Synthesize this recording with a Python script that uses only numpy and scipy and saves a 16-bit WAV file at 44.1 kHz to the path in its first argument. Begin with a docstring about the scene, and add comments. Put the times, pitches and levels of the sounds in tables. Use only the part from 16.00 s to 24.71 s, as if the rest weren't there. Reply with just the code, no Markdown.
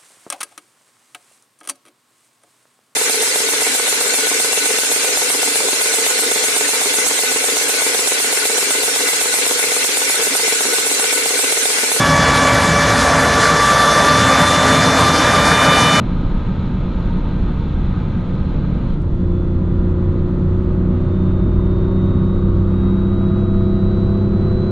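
"""A low rumble and an airy hiss fill a supercharged six-cylinder car coasting on a motorway, windows shut.
The road excites body and cabin resonances, tyres and wind add broadband noise, and the hiss is turbulence
at the nearly closed throttle. At about 3 s the throttle opens, the hiss stops and the trim ticks.
The exhaust then drones louder, in harmonics of the crankshaft's rotation (engine orders), and the
supercharger's whine climbs with the revs."""
import sys
import numpy as np
from scipy import signal
from scipy.fft import rfft, irfft, next_fast_len
from scipy.io import wavfile
from scipy.ndimage import uniform_filter1d

SR = 44100
rng = np.random.default_rng(int(sys.argv[2]) if len(sys.argv) > 2 else 0)


def put_to_file(sound):
    """Save the sound as 16-bit audio at rate SR, in the file named by the first command-line argument."""
    columns = np.atleast_2d(sound).T  # one column per channel
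    safe = np.clip(columns, -1, 1)
    whole_steps = np.round(safe * 32767)
    wavfile.write(sys.argv[1], SR, whole_steps.astype(np.int16))


N = 384111
TIME = np.arange(N) / SR
BAND_LIMIT_HZ = 11800
FFT_SIZE = next_fast_len(N, True)
BINS_HZ = np.arange(0, BAND_LIMIT_HZ, SR / FFT_SIZE)
OPEN_S, PICKUP_S, HISS_STOP_S = 2.92, .33, .09  # throttle opens; time to take up load; time to stop hissing
COAST_DB, PULL_TURNS_PER_S = -2, 31  # level change without load; crank speed in mid pull


def amp(db):
    """Amplitude ratio: a factor of ten per 20 dB."""
    return 10 ** (np.asarray(db) / 20)


def unit_rms(x):
    """Normalisation to a mean power of 1."""
    return x / np.sqrt(np.mean(x ** 2) + 1e-20)


def spectrum_at(points, hz):
    """Interpolation on a logarithmic frequency axis."""
    points_hz, values = np.transpose(points)
    return np.interp(np.log(hz + 1), np.log(points_hz + 1), values)


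def wander(rate_hz, size=4096):
    """Random modulation: noise of rms 1, low-passed at rate_hz."""
    hz = np.fft.rfftfreq(size, TIME[-1] / size)
    slow = irfft(rfft(rng.standard_normal(size)) / np.sqrt(1 + (hz / rate_hz) ** 4))
    return np.interp(TIME, np.linspace(0, TIME[-1], size), unit_rms(slow))


def swell(centre_s, half_length_s, height):
    """A Gaussian envelope: one smooth rise and fall."""
    return height * np.exp(-((TIME - centre_s) / half_length_s) ** 2)


def resonance(hz, centre_hz, width_hz):
    """Amplitude response of a damped resonator, 1 at its centre."""
    return 1 / np.hypot(1, 2 * (hz - centre_hz) / width_hz)


def modal_db(modes, hz):
    """Resonances and nulls add Lorentzian peaks and dips to a level."""
    return sum(lift / (1 + (2 * (hz - centre) / width) ** 2) for centre, width, lift in modes)


def narrowband(turns, width_hz):
    """Random amplitude and phase spread a tone into a band of noise of rms 1."""
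    envelope = wander(width_hz / 2) + 1j * wander(width_hz / 2)
    return (np.exp(2j * np.pi * turns) * envelope).real


def partial(turns, db, flutter, flutter_hz, spread):
    """Interference with scattered sound makes a tone flutter and differ between the sides."""
    mid = 1 + flutter * (wander(flutter_hz) + 1j * wander(flutter_hz))
    side = spread * np.exp(1j * np.pi * wander(.3))
    carrier = np.exp(2j * np.pi * turns)
    return np.sqrt(2) * amp(db) * (np.array([mid + side, mid - side]) * carrier).real


# Left-right likeness of the cabin's sound field: frequency_hz, correlation
COHERENCE = [(40, .9985), (120, .996), (250, 0.988), (500, 0.945), (1000, 0.86), (2000, 0.72), (4000, 0.85),
             (5500, 0.84), (8000, 0.8)]
def stereo_tone(turns, hz):
    """Phase difference: short waves reach the two sides out of step; rms 1."""
    phase = 2 * np.pi * turns
    apart = rng.choice([-.5, .5]) * np.arccos(spectrum_at(COHERENCE, hz))
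    return np.sqrt(2) * np.cos([phase + apart, phase - apart])


def cabin_noise(shape, modes=(), ripple_db=0):
    """Partly coherent stereo noise of rms 1, coloured by resonances and the comb of cabin reflections."""
    comb = uniform_filter1d(uniform_filter1d(rng.standard_normal(len(BINS_HZ)), size=300), size=200)
    db = spectrum_at(shape, BINS_HZ) + modal_db(modes, BINS_HZ) + ripple_db * unit_rms(comb)
    coherence = spectrum_at(COHERENCE, BINS_HZ)
    a, b, c, d = rng.standard_normal((4, len(BINS_HZ)))
    mid = (a + 1j * b) * np.sqrt(1 + coherence)
    side = (c + 1j * d) * np.sqrt(1 - coherence)
    return unit_rms(irfft(np.array([mid + side, mid - side]) * amp(db), FFT_SIZE)[:, :N])


# Crankshaft speed: time_s, turns_per_s
CRANK_SPEED = [(0, 29.85), (1, 29.47), (2, 29.28), (2.5, 29.17), (3, 29.18), (3.3, 29.3), (3.7, 29.56),
               (4.2, 29.9), (5, 30.43), (5.5, 30.83), (6, 31.24), (7, 32.12), (8, 33.02), (8.71, 33.64)]
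def crank_speed():
    """Rotation frequency in Hz, of which every engine order is a multiple."""
    return np.interp(TIME, *np.transpose(CRANK_SPEED))


def opened(ramp_s):
    """Response to the throttle opening: a linear ramp from 0 to 1."""
    return np.clip((TIME - OPEN_S) / ramp_s, 0, 1)


def load_db(coast_db, pull_db=0):
    """Level follows engine load, from coasting to pulling."""
    return coast_db + (pull_db - coast_db) * opened(PICKUP_S)


# Wind spectrum: frequency_hz, density_db
WIND_SPECTRUM = [(600, -2), (2000, -3), (2800, -3.5), (3400, 1), (4000, 1), (4300, -4), (4600, -7.5),
                 (5200, -14.5), (6500, -14), (7500, -17.5), (8300, -28.5), (10000, -42), (12000, -53)]
def wind(level_db=-55.5, db_per_turn_per_s=.5):
    """Turbulence round the pillars and mirrors grows with speed."""
    db = level_db + db_per_turn_per_s * (crank_speed() - PULL_TURNS_PER_S)
    return amp(db + .46 * wander(9)) * cabin_noise(WIND_SPECTRUM, ripple_db=1.7)


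def asphalt(db, drift_db_per_s, uneven_db, change_hz=1.5):
    """Changing surface roughness modulates the amplitude of a road noise."""
    return amp(db + drift_db_per_s * TIME + uneven_db * wander(change_hz))


# Spectra of body rumble, cabin drone and tyre roar: frequency_hz, density_db
RUMBLE_SPECTRUM = [(2, -4), (10, -6.5), (22, 5.5), (31, 5), (39, 1.5), (48, -4), (60, -3), (80, 2),
                   (105, -4), (150, -12.5), (400, -89)]
DRONE_SPECTRUM = [(50, -28), (90, -7.5), (130, -1), (170, -6), (220, -6.5), (285, -13), (350, -17.3),
                  (390, -23), (480, -21), (515, -23), (555, -20.5), (620, -27), (660, -25.5), (740, -34),
                  (1200, -58.5), (3000, -88)]
TYRE_SPECTRUM = [(300, -24), (600, -12), (780, -2), (950, 2.2), (1350, -1.5), (1600, -6), (2000, -11),
                 (2500, -18.5), (3200, -20), (5000, -50)]
# Cabin resonances: centre_hz, width_hz, lift_db
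CABIN_MODES = [(40.8, 60, 3.5), (75.7, 5.1, 2.5), (141.6, 8.8, 2), (186.4, 15, 8.5), (218, 9.5, 0),
               (254, 39, 1.5), (346, 26, 2.5), (515, 83, 1.5)]
# Coarse and smooth stretches of asphalt: centre_s, half_length_s, drone_lift_db, tyre_lift_db
ROAD_PATCHES = [(2.68, 0.32, 3.5, 0.5), (3.347, 0.61, -1.5, -1)]
# Tyre roar added by overtaken cars: alongside_s, half_length_s, lift_db
OVERTAKEN_CARS = [(2.006, 0.46, 1.5), (6.659, 0.32, 0.7)]
def road():
    """Forced vibration: the road shakes the body, drives the cabin's air modes and makes the tyres roar."""
    drone_db = sum(swell(s, half, db) for s, half, db, _ in ROAD_PATCHES)
    tyre_db = sum(swell(s, half, db) for s, half, _, db in ROAD_PATCHES)
    tyre_db += sum(swell(*car) for car in OVERTAKEN_CARS)
    rumble = asphalt(-19, -.4, .36) * cabin_noise(RUMBLE_SPECTRUM, CABIN_MODES)
    drone = asphalt(-22.5 + drone_db, -.041, .7) * cabin_noise(DRONE_SPECTRUM, CABIN_MODES)
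    tyres = asphalt(-42.5 + tyre_db, -.083, 1) * cabin_noise(TYRE_SPECTRUM, ripple_db=2.2)
    return rumble + drone + tyres * amp([[.8], [-.8]])


# Trim ticks, the strongest as the throttle opens: start_s, level_db, decay_s
TRIM_TICKS = [(3.019, -60, .008), (4.07, -78, .06), (4.225, -75, .016), (4.405, -73, .014),
              (5.06, -77, .014), (7.372, -72, .005)]
def trim_ticks():
    """Damped transients: the cabin trim clicks in bright, exponentially decaying bursts."""
    bright = signal.butter(2, [3500, 10500], "bandpass", fs=SR, output="sos")
    envelope = sum(amp(db) * np.exp(-np.maximum(TIME - s, 0) / decay_s) * (TIME >= s)
                   for s, db, decay_s in TRIM_TICKS)
    return envelope * unit_rms(signal.sosfilt(bright, rng.standard_normal(N)))


# Throttle hiss spectrum: frequency_hz, density_db
HISS_SPECTRUM = [(400, -7.5), (900, 8.5), (1400, -5), (1800, -6), (2500, -5.5), (3200, -6), (4150, -6),
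                 (4500, -16.5), (5200, -23.5), (7000, -28.5), (9000, -53)]
# Intake resonances: centre_hz, width_hz, lift_db
INTAKE_MODES = [(2170, 60, 5), (2340, 60, 3.5), (2640, 60, 3), (3095, 70, 5), (3440, 160, 2),
                (3730, 110, 2.5), (3960, 60, 4.5), (4070, 70, 3.5)]
# Hollow, wavering intake notes: pitch_hz, width_hz, initial_level_db
INTAKE_HOOTS = [(912, 40, -48), (1245, 40, -47.5), (1305, 26, -52), (1462, 36, -55), (1575, 44, -51.5)]
def throttle_hiss(level_db=-42.5, fade_db_per_s=-1.46):
    """Turbulence at the nearly closed throttle excites the intake's resonances until it opens."""
    leak = (1 - opened(HISS_STOP_S)) * amp(fade_db_per_s * TIME)
    hiss = amp(level_db + .45 * wander(6.4)) * cabin_noise(HISS_SPECTRUM, INTAKE_MODES, ripple_db=2.5)
    hoots = sum(amp(db) * narrowband(hz * TIME, width) for hz, width, db in INTAKE_HOOTS)
    return leak * (hiss + hoots)


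# Flares of the lowest intake note: centre_s, pitch_hz, top_level_db
INTAKE_CHIRPS = [(.985, 895, -42.5), (1.11, 925, -35.5), (1.19, 938, -40.5), (1.612, 915, -42)]
def intake_chirps(half_length_s=.017):
    """Tone bursts: the intake's lowest note catches for a moment and sounds pure."""
    return sum(amp(db) * swell(s, half_length_s, 1) * stereo_tone(hz * TIME + rng.random(), hz)
               for s, hz, db in INTAKE_CHIRPS)


def thrum(crank, order=1.67, level_db=-27):
    """A deep shake, as of a rotating unbalance, drives a body resonance."""
    body = resonance(order * crank_speed(), centre_hz=50.5, width_hz=6.4)
    return body * partial(order * crank, level_db + load_db(COAST_DB), flutter=.76, flutter_hz=1.1,
                          spread=.02)


# Gas flow spectrum: frequency_hz, density_db
RASP_SPECTRUM = [(250, -11), (500, 0), (750, -2), (1200, 4), (1450, -1.5), (1800, -14), (2400, -23.5),
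                 (3000, -27.5), (4200, -20.5), (5500, -45.5), (9000, -68.5)]
def rasp(crank, level_db=-45.5):
    """Amplitude modulation: gas flow is chopped into puffs, strongest once a turn, louder with the revs."""
    angle = 2 * np.pi * crank
    puffs = 1 + .45 * np.cos(angle) + .2 * np.cos(2 * angle) + .29 * np.cos(angle / 2)
    flow = np.clip((crank_speed() - 29) / 3, 0, 1)
    return amp(level_db) * flow * unit_rms(puffs) * cabin_noise(RASP_SPECTRUM)


def order_turns(order, crank, jitter_turns=.0016, jitter_hz=7):
    """Phase of an engine order in cycles; uneven combustion jitters it in proportion to the order."""
    offset = rng.random()
    if order in (9, 10, 11, 12, 13):
        # In phase, these add to one growling beat a turn; in mid pull the odd ones slip and smooth it.
        offset = order % 2 * .2 * resonance(crank_speed(), centre_hz=31.5, width_hz=1.6)
    return order * (crank + jitter_turns * wander(jitter_hz)) + offset


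# Spectral envelope of the faint orders: pitch_hz, level_db
FAINT_SPECTRUM = [(600, -60), (800, -66), (1000, -60.5), (1200, -59.5), (1500, -66)]
def faint_orders(crank, waver_db=3, waver_hz=1):
    """Masking: faint harmonics drift in and out of the road noise."""
    out = np.zeros((2, N))
    listed = [row[0] for row in EXHAUST_ORDERS + CYLINDER_ORDERS]
    for order in range(19, 47):
        if order not in listed:
            hz = order * PULL_TURNS_PER_S
            level = amp(spectrum_at(FAINT_SPECTRUM, hz) + waver_db * wander(waver_hz))
            out += level * stereo_tone(order_turns(order, crank), hz)
    return amp(load_db(COAST_DB)) * out


# Engine tones that swell near a resonance: cycles_per_turn, top_level_db, centre_hz, width_hz
CYLINDER_ORDERS = [(5, -29, 163, 30), (6.5, -35, 225, 24), (8, -33, 246, 24), (9, -43, 285, 40),
                   (10, -41, 298, 16), (10, -31, 331, 18), (10.5, -40, 350, 26), (13, -41.5, 408, 26),
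                   (14, -45, 413, 44), (15, -36.6, 504, 22), (16, -45, 482, 60), (17, -49, 537, 20),
                   (21, -53, 665, 90), (24, -53, 795, 12), (29, -55, 935, 24), (30, -47.5, 940, 16),
                   (31, -52, 1030, 30), (33, -52, 982, 14), (34, -52, 1130, 40), (35, -45.5, 1103, 20),
                   (36, -53.5, 1110, 50), (38, -44.5, 1228, 30), (39, -50.5, 1230, 32),
                   (40, -52.5, 1228, 30), (41, -50.5, 1234, 27), (42, -52, 1360, 56), (47, -56, 1388, 24),
                   (48, -60, 1480, 80), (60, -63, 1788, 30)]
def cylinders(crank, waver_db=1.4, waver_hz=4):
    """Unequal cylinders add orders that swell at resonance and waver with uneven combustion."""
    speed, out = crank_speed(), np.zeros((2, N))
    for order, top_db, hz, width in CYLINDER_ORDERS:
        level = amp(top_db + waver_db * wander(waver_hz)) * resonance(order * speed, hz, width)
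        out += level * stereo_tone(order_turns(order, crank), hz)
    return amp(load_db(COAST_DB)) * out


# Resonances and nulls of the path through the bulkhead: centre_hz, width_hz, lift_db
BULKHEAD_PATH = [(3460, 24, -14), (3482, 16, 5.5), (3501, 12, -6), (3555, 60, -11), (3598, 26, -16),
                 (3630, 30, 3), (3666, 16, -3), (3715, 30, 3), (3769, 22, -13), (3798, 30, 2.3),
                 (3866, 16, -3.3), (3893, 24, -1.3), (3953, 18, -4.7)]
def supercharger(crank, order=118.7, level_db=-55, db_per_turn_per_s=3, octave_db=-31, skirt_db=-13):
    """Phase modulation: each engine cycle shakes a whine geared to the crank, in a skirt of rushing air."""
    speed, angle = crank_speed(), 2 * np.pi * crank
    shake_rad = .13 * np.sin(angle) + .16 * (np.sin(angle / 2) + np.sin(2 * angle))
    belt_flex_rad = .2 * wander(2.5)
    turns = order * crank + (shake_rad + belt_flex_rad) / (2 * np.pi)
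    db = level_db + db_per_turn_per_s * (speed - PULL_TURNS_PER_S) + load_db(COAST_DB)
    db += modal_db(BULKHEAD_PATH, order * speed)
    tone = partial(turns, db, flutter=.06, flutter_hz=13, spread=.25)
    through_trim = resonance(2 * order * speed, centre_hz=7560, width_hz=120)
    octave = through_trim * partial(2 * turns, db + octave_db, flutter=.4, flutter_hz=15, spread=.1)
    return tone + octave + amp(db + skirt_db) * narrowband(turns, width_hz=310)


def throb_db(centre_s=5.24, half_length_s=.8, depth_db=3.5, rate_hz=2.37):
    """Slow amplitude modulation: the level swells and sinks a few times."""
    return swell(centre_s, half_length_s, depth_db) * np.cos(2 * np.pi * rate_hz * (TIME - centre_s))


# Steady droning engine tones: cycles_per_turn, coast_level_db, pull_level_db
EXHAUST_ORDERS = [(3, -39, -22.1), (6, -31.5, -26), (11, -49, -33.4), (12, -48, -36), (18, -56, -42.3),
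                  (20, -59, -46.8)]
# Cabin resonances and nulls through which they rise and dip: centre_hz, width_hz, lift_db
EXHAUST_PATH = [(97, 12, 2.8), (193, 15, 7), (324, 18, -3), (356, 38, 7.8), (374, 10, 6.3), (388, 14, -9),
                (402, 8, 2.5), (564, 10, 6), (578, 24, -15), (600, 20, -3), (616, 16, 6), (633, 9, -12),
                (654, 26, 7)]
def exhaust(crank):
    """Periodic excitation: three firings a turn and higher orders, filtered by the cabin's modes."""
    speed, out = crank_speed(), np.zeros((2, N))
    for order, coast_db, pull_db in EXHAUST_ORDERS:
        db = load_db(coast_db, pull_db) + modal_db(EXHAUST_PATH, order * speed)
        if order == 6:  # second harmonic of the firing rate
            db += throb_db()
        out += partial(order_turns(order, crank), db, flutter=.077, flutter_hz=3, spread=.005 * order)
    return out


def scene():
    """Superposition of all sources; everything that rotates follows the crankshaft."""
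    crank = np.cumsum(crank_speed()) / SR  # angle in turns
    motor = exhaust(crank) + cylinders(crank) + faint_orders(crank)
    motor += thrum(crank) + rasp(crank) + supercharger(crank)
    return motor + road() + wind() + throttle_hiss() + intake_chirps() + trim_ticks()


def record(dry):
    """Band limiting by a linear-phase low-pass, with slightly more gain on the right."""
    lowpass = signal.firwin(511, BAND_LIMIT_HZ, window=("kaiser", 9), fs=SR)
    return signal.oaconvolve(dry * amp([[-.2], [.2]]), lowpass[None], "same", axes=1)


dry = scene()
out = record(dry)
put_to_file(out)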